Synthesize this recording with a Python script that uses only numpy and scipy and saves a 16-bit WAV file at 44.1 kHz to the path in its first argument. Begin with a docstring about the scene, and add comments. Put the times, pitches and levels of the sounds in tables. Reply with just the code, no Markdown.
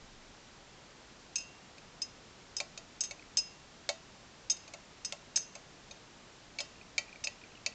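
"""A low handling rumble under steady microphone hiss is heard first, then bright ringing clinks close by.
A glass rod stirs water in a glass beaker on a wooden table: it strikes the bottom and bounces, knocks
the wall more dully, and ticks as it skips. Blows are sums of decaying modes with a short noise snap;
ticks and touches are brief damped tones. A small room adds sparse reflections; the sound is mono."""
import sys
import numpy as np
from scipy import signal
from scipy.fft import rfft, irfft
from scipy.io import wavfile

SR = 44100
rng = np.random.default_rng(int(sys.argv[2]) if len(sys.argv) > 2 else 0)


def pcm_store(signal):
    """Save signal as 16-bit PCM."""
    levels = np.round(np.clip(np.atleast_2d(signal), -1, 1) * 32767)
    wavfile.write(sys.argv[1], SR, levels.astype(np.int16).T)


N = 341334  # length [samples]


def gain_of(db):
    """Level to amplitude: 20 dB is a factor of ten."""
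    return 10 ** (np.asarray(db) / 20)


def add(mix, s, sound):
    """Superposition: pressures add, here from time s [s] onward."""
    part = mix[round(s * SR):][:len(sound)]
    part += sound[:len(part)]


def ring(hz, db, t60, t):
    """Modal superposition: each mode is a sine that decays exponentially by 60 dB in its t60 [s]."""
    envelopes = gain_of(db[:, None] - 60 * t / t60[:, None])
    sines = np.sin(2 * np.pi * hz[:, None] * t)
    return (envelopes * sines).sum(0)


def rise(t, seconds):
    """Exponential onset: a contact of finite duration builds up with this time constant."""
    return 1 - np.exp(-t / seconds)


def spectral_gain(x, gain):
    """Linear filtering: a gain for every frequency, without phase shift."""
    return irfft(rfft(x) * gain, N)


def shaped(points):
    """Coloured noise of rms 1: white noise is weighted by gains interpolated over log frequency."""
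    f, db = np.transpose(points)
    hz = np.fft.rfftfreq(N, 1 / SR)
    curve_db = np.interp(np.log(hz + 1), np.log(f + 1), db)
    noise = spectral_gain(rng.standard_normal(N), gain_of(curve_db))
    return noise / np.sqrt(np.mean(noise ** 2) + 1e-20)


# Blows and bounces of the rod:
# (time [s], strength [dB], lift of the 2.7 kHz pair [dB], lift of the 3.7 kHz tone [dB],
#  spot [0 bottom to 1 wall, may go beyond], knock pitch [Hz], ring time [factor], contact [ms],
#  then relative to the strength: table thud [dB], clear 5 kHz tone [dB], 6.4 kHz shimmer [dB], snap [dB])
BLOWS = [(1.357, -21.5, 6, -2, 0.18, 2430, 0.88, 1, -44, -19, -11, -14),
         (1.3825, -34, 10, -3, 0.15, 2580, 0.96, 1.5, -44, -10, -9, -1),
         (1.401, -36.5, 2, -6, .4, 2600, 1, 4.1, -20, -4.5, -19, -11),
         (1.7819, -41, 3, 0, 1.23, 2440, 0.34, .91, -17, -27, -25, -8),
         (2.0177, -23.5, 1.5, -3, 0.034, 2480, 0.6, 3.1, -38, -5, -17, -11),
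         (2.0224, -39, -4, -3, .1, 2420, .75, 1.2, -28, -23, -18, -11),
         (2.5665, -23.5, -8, -3, 0, 2500, 0.38, 0.78, -42, -10.5, -18, -13),
         (2.5824, -34, 5, 2, 0.14, 2480, .84, 1.4, -36, -10, -24, -27),
         (2.6023, -22, 0.5, 0.5, 0.94, 2370, .63, 0.44, -14.5, -27, -25, 0),
         (2.7759, -28, -4, 2, .8, 2510, 0.48, 1.3, -19.5, -26, -27, -3.5),
         (3.0069, -21.5, -2.5, 0, 0, 2330, 0.75, 1.7, -32.5, -12, -7, -6.5),
         (3.0174, -45, 0, 1, .1, 2550, .6, 1.2, -30, -14, -5, -14),
         (3.037, -30, -3, 0, 0, 2530, .9, 1.2, -34, -13, -8.5, 0.5),
         (3.0464, -36, 1, 3, .1, 2450, .9, 1.2, -44, -26, -15, 1),
         (3.0534, -39, 2, 2, 0, 2280, 1, 1.1, -23, -9, -11, 0),
         (3.1099, -31, 1, 3, 0.85, 2250, 0.69, .52, -14.5, -27, -17.5, -6),
         (3.371, -18.5, -0.5, 3, 0, 2400, .9, 0.5, -31, -13.5, -10, -7.5),
         (3.3851, -21, 5.5, 0, 0, 2390, .73, 3.7, -44, -6.5, -20, -9.5),
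         (3.8909, -19.5, -3, 5.5, 0.85, 2250, 0.84, 1.9, -12, -27.5, -23.5, 1.5),
         (4.4989, -18.5, 0, 6, 0, 2520, 0.69, 2.1, -31.5, -8.5, -10, -8.5),
         (4.5064, -27.5, -2, -3, 0, 2550, 0.35, 1.5, -41, -21, 3.5, -10),
         (4.5174, -27, -10, 5, 0.084, 2500, 0.66, .71, -33, -32, -10, -8),
         (4.5666, -40.5, 1, 0, .2, 2500, .9, 1.3, -29, -11.5, -17, -17),
         (4.6783, -38, -2, -1, 0.92, 2460, 0.4, .88, -15, -27, -20, -12),
         (4.7372, -33, 3, -2, 0.86, 2190, 0.67, .89, -12, -31, -27, 0.5),
         (5.048, -26.5, 3, -4, .1, 2540, 0.84, 1.1, -43, -15, -14, -5.5),
         (5.0548, -35, -1, -8, 0.017, 2240, 0.91, 1.6, -24, -7.5, -30, -10),
         (5.124, -28.5, -1, -7, .9, 2130, 0.49, .48, -11.5, -30, -26, 5.5),
         (5.359, -15.5, -2.5, 4, 0, 2340, 0.97, 2.6, -34.5, -14, -8.5, -11),
         (5.3744, -24.5, -6, 0, .2, 2300, 0.7, .89, -32, -30, -25, 0.5),
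         (5.5527, -35, 3, -3, 0.74, 2270, 0.54, 1.1, -10, -24, -16.5, 2),
         (5.9104, -36.5, -1, 11, 0.86, 2460, .69, 1.1, -14, -25, -17, -16),
         (6.5864, -28, 1.5, 0, 1.11, 2290, 0.78, .96, -18, -23, -16, -8),
         (6.6039, -24.5, 0, 1, 0.55, 2290, 1, 0.74, -17, -18, -28, -0.5),
         (6.9806, -17, -2, -2, 1.075, 2344, 0.52, 0.5, -23, -27.5, -23, -5),
         (7.2394, -22.5, 2, 7, 0.38, 2530, 0.3, 1.1, -46, -17, -27, -6.5),
         (7.2444, -27.5, 4.5, 5, 0.35, 2350, 0.84, .4, -20, -12, -13.5, -18),
         (7.272, -23.5, 0, -4, 1.19, 2530, 0.35, 0.45, -24, -29, -37, -13),
         (7.6623, -16.5, -2.5, -2, 0.97, 2370, 0.44, 0.73, -27, -27, -28, -3.5)]


def rod():
    """Impact excitation: every blow and bounce of the rod sets the beaker ringing anew."""
    out = np.zeros(N)
    chance = rng.standard_normal((len(BLOWS), 3, len(MODES) + 1))
    grit = rng.standard_normal((len(BLOWS), 1024))
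    for row, blow_chance, blow_grit in zip(BLOWS, chance, grit):
        add(out, *blow(row, blow_chance, blow_grit))
    return out


# Modes of table and beaker: (frequency [Hz])
MODE_HZ = (587, 660, 760, 870, 1082, 1346, 1946, 2592, 2747, 3088, 3722, 4060, 4200, 4425, 4490, 4606, 4810,
           5050, 5102, 5490, 5908, 6030, 6210, 6336, 6417, 6615, 6710, 6805, 6966, 7095, 7670, 7815, 8130)
# Their decay, one row per mode: (quickly drained part [dB], free ring [dB], t60 of the free ring [s])
MODES = [(-3, -3.5, 0.063), (-0.5, -13.5, 0.21), (-13.5, -10.5, 0.1), (-11.5, -10, 0.078),
         (-16.5, -14.5, 0.12), (-15.5, -14, 0.076), (-30.5, -25.5, 0.7), (8.5, -16.5, 0.13), (-3, -12, 0.4),
         (-2.5, -10, 0.38), (-0.5, -4, 0.14), (-4.5, -9.5, 0.037), (3, -18, 0.034), (-3, -5.5, 0.051),
         (-8.5, -1.5, 0.04), (-14, -14, 0.22), (-8, -9, 0.058), (-9.5, -14.5, 0.059), (9, -8.5, 0.25),
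         (-6.5, -3, 0.056), (-5, -6.5, 0.22), (6, -3.5, 0.14), (-1.5, -10, 0.11), (-3.5, -8, 0.19),
         (5.5, -4.5, 0.21), (-2.5, -7.5, 0.1), (0, -0.5, 0.11), (-4, -5.5, 0.28), (4, 1.5, 0.13),
         (-8.5, -11, 0.031), (0, -3.5, 0.026), (0.5, 2.5, 0.056), (13.5, 3.5, 0.029)]
# The damped low tone whose pitch shifts with the point of contact, same columns
KNOCK = (3.5, -4, 0.055)


def blow(row, chance, grit):
    """Modal excitation: the point of contact decides how strongly each family of modes answers."""
    (s, strength_db, pair_db, mid_db, spot, knock_hz, ring_time, contact_ms,
     thud_db, clear_db, shimmer_db, snap_db) = row
    family_db = families(spot, pair_db, mid_db, thud_db, clear_db, shimmer_db)
    level_chance, water_chance, twin_chance = chance
    t = np.arange(SR // 2) / SR

    family = np.append(np.searchsorted(FAMILY_TOPS, MODE_HZ), 1)  # the knock belongs to family 1
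    is_table = family == 0
    # sloshing water detunes the glass
    hz = np.append(MODE_HZ, knock_hz) * (1 + .0004 * water_chance)
    # the spout splits each mode into a beating pair
    twin_hz = hz * (1 - .003 * (1 + .3 * twin_chance))

    drained_db, free_db, t60 = np.transpose(MODES + [KNOCK])
    spot_db = family_db[family] + 2.1 * level_chance  # every spot favours other modes
    t60 = t60 * np.where(is_table, 1, ring_time)  # the rod damps the glass but not the table
    # while the rod leans on the glass much of the ring drains fast; a part rings on freely
    parts = [(hz, drained_db, np.minimum(t60, .045)),
             (hz, free_db, t60),
             (twin_hz, free_db - 21, 3.5 * t60)]

    out = np.zeros(len(t))
    for modes, rise_ms in ((~is_table, contact_ms), (is_table, 3.5)):  # the table answers slowly
        tones = sum(ring(f[modes], (db + spot_db)[modes], decay[modes], t) for f, db, decay in parts)
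        out += tones * rise(t, rise_ms / 1000)
    out += singing(family_db, ring_time, t)
    add(out, 0, snap(grit, snap_db))
    return s, gain_of(strength_db) * out


# Upper limits of the families of modes, the last family being open: (frequency [Hz])
FAMILY_TOPS = (1600, 2450, 2670, 2900, 3400, 3900, 4460, 4900, 5350, 5960, 6120, 6700, 7300)
# Answer of the other families, low to high, to a blow on the bottom: (level against the strength [dB])
ON_BOTTOM = (-34, -30, -28, -26, -24.5, -21, -22.5, -15.5, -17.5, -26, -14)
# The same for a blow on the wall
ON_WALL = (-10, -22, -27, -24.5, -21, -11, -15.5, -27, -25.5, -26, -28.5)


def families(spot, pair_db, mid_db, thud_db, clear_db, shimmer_db):
    """Modal participation: family levels blend from bottom to wall, the most telling set blow by blow."""
    blend_db = np.add(ON_BOTTOM, spot * np.subtract(ON_WALL, ON_BOTTOM))
    blend_db[[1, 2, 4]] += pair_db, pair_db, mid_db
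    # thud, clear tone and shimmer become families 0, 8 and 11
    return np.insert(blend_db, [0, 7, 9], [thud_db, clear_db, shimmer_db])


# Tones that sing on faintly: (frequency [Hz], level against their family [dB], t60 [s])
SINGING = [(2590, -11.5, .4), (2750, -7.5, 0.74), (5093, -22.5, .5)]


def singing(family_db, ring_time, t):
    """Free vibration: three lightly damped tones sing on faintly when the rod leaves the glass free."""
    hz, db, t60 = np.transpose(SINGING)
    db = db + family_db[np.searchsorted(FAMILY_TOPS, hz)]
    muffled_db = 25 * max(.85 - ring_time, 0)  # a rod that stays in touch stifles them
    return ring(hz, db - muffled_db, t60, t) * rise(t, .004)


def snap(grit, snap_db):
    """Broadband transient: the contact is a noise burst above 1700 Hz with a t60 of 14 ms."""
    t = np.arange(len(grit)) / SR
    b, a = signal.butter(2, 1700 / (SR / 2), "high")
    return signal.lfilter(b, a, grit) * gain_of(snap_db - 60 * t / .014)


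# The rod tip skipping lightly: (time [s], level [dB], pitch [Hz])
TICKS = [(3.1949, -40.5, 2480), (3.2246, -44, 2200), (4.6364, -50, 2720), (6.7565, -50, 2480),
         (6.813, -40, 2480), (6.8663, -49, 2740), (7.0464, -49, 2460), (7.0823, -43.5, 2400),
         (7.0928, -43, 2500), (7.128, -37.5, 2430), (7.1586, -38.5, 2330), (7.415, -45, 2480),
         (7.4379, -38.5, 2410), (7.5186, -48, 2570), (7.5532, -42.5, 2900), (7.5742, -43.5, 2630),
         (7.7243, -44, 2540)]


def ticks():
    """Weak excitation: a light touch wakes only the damped knock and a softer tone at 4400 Hz."""
    upper_db, t60_s, rise_s = -13, 0.02, 0.00054
    out, t = np.zeros(N), np.arange(3000) / SR
    for s, db, hz in TICKS:
        tone = ring(np.array([hz, 4400.]), np.array([db, db + upper_db]), np.array([t60_s] * 2), t)
        add(out, s, tone * rise(t, rise_s))
    return out


# Spells of fainter touches as the tip skates: (start [s], end [s], rate [1/s], lowest level [dB])
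SKATE = [(6.993, 7.746, 34, -63)]


def skate():
    """Random point process: tiny touches at chance times, each a short knock of its own pitch."""
    out, t = np.zeros(N), np.arange(1200) / SR
    for start, end, per_s, lowest_db in SKATE:
        span = end - start
        for when, pitch, size in rng.random((round(per_s * span), 3)):
            hz = 2150 + 600 * pitch
            envelope = gain_of(lowest_db + 10 * size - 60 * t / 0.023)
            add(out, start + when * span, envelope * np.sin(2 * np.pi * hz * t))
    return out


def room(x):
    """Reverberation: sparse reflections of random sign die fast in a small furnished room."""
    t60_s, spacing = .2, 20  # one reflection in every 20 samples
    taps = np.zeros(SR // 2)
    at = np.arange(200, len(taps) - spacing, spacing)
    taps[at + rng.integers(0, spacing, len(at))] = rng.choice([-1., 1.], len(at))
    taps *= gain_of(-60 * np.arange(len(taps)) / SR / t60_s)
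    return signal.fftconvolve(x, taps / np.linalg.norm(taps))[:N]


# Handling of the microphone at first: (time [s], level [dB])
RUMBLE = [(0.0, -64), (0.07, -63), (0.136, -57), (0.334, -70), (0.448, -79), (0.49, -70), (0.6, -69)]


def rumble():
    """Structure-borne noise: handling gives low-frequency noise under a slowly varying envelope."""
    s, db = np.transpose(RUMBLE)
    envelope = gain_of(np.interp(np.arange(N) / SR, s, db, right=-120))
    # spectrum: (frequency [Hz], relative density [dB])
    return envelope * shaped([(10, -4), (22, 12.5), (40, 9.5), (70, -38)])


# Spectrum of the microphone hiss: (frequency [Hz], relative density [dB])
HISS = [(12, -28), (20, -0.5), (84, -2), (152, 0), (303, -2.5), (469, -4.5), (891, -6.5), (1780, -9.5),
        (5510, -13), (9000, -17.5)]


def hiss():
    """Stationary noise: coloured noise at -55 dB rms falls off towards the treble."""
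    return gain_of(-55) * shaped(HISS)


def scene():
    """Superposition of glass, its reflections, hiss and a little rumble, alike in both channels."""
    glass = rod() + ticks() + skate()
    handling = rumble()
    glass += gain_of(-15) * room(glass)
    mono = glass + hiss() + handling
    return np.array([mono, mono])


# Treble loss of the microphone: (frequency [Hz], gain [dB])
MIC = [(7000, 0), (7500, 0), (8000, -14), (8650, -16.5), (9340, -52), (9800, -46)]


def record(dry):
    """Transducer response: treble loss, then a band limit at 9500 Hz, over a trace of converter noise."""
    f, db = np.transpose(MIC)
    loss_db = np.interp(np.fft.rfftfreq(N, 1 / SR), f, db)
    dull = spectral_gain(dry, gain_of(loss_db))
    low_pass = signal.firwin(511, 9500, window=("kaiser", 9), fs=SR)
    cut = signal.oaconvolve(dull, low_pass[None], "same")
    return cut + gain_of(-103) * rng.standard_normal(N)


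dry = scene()
out = record(dry)
pcm_store(out)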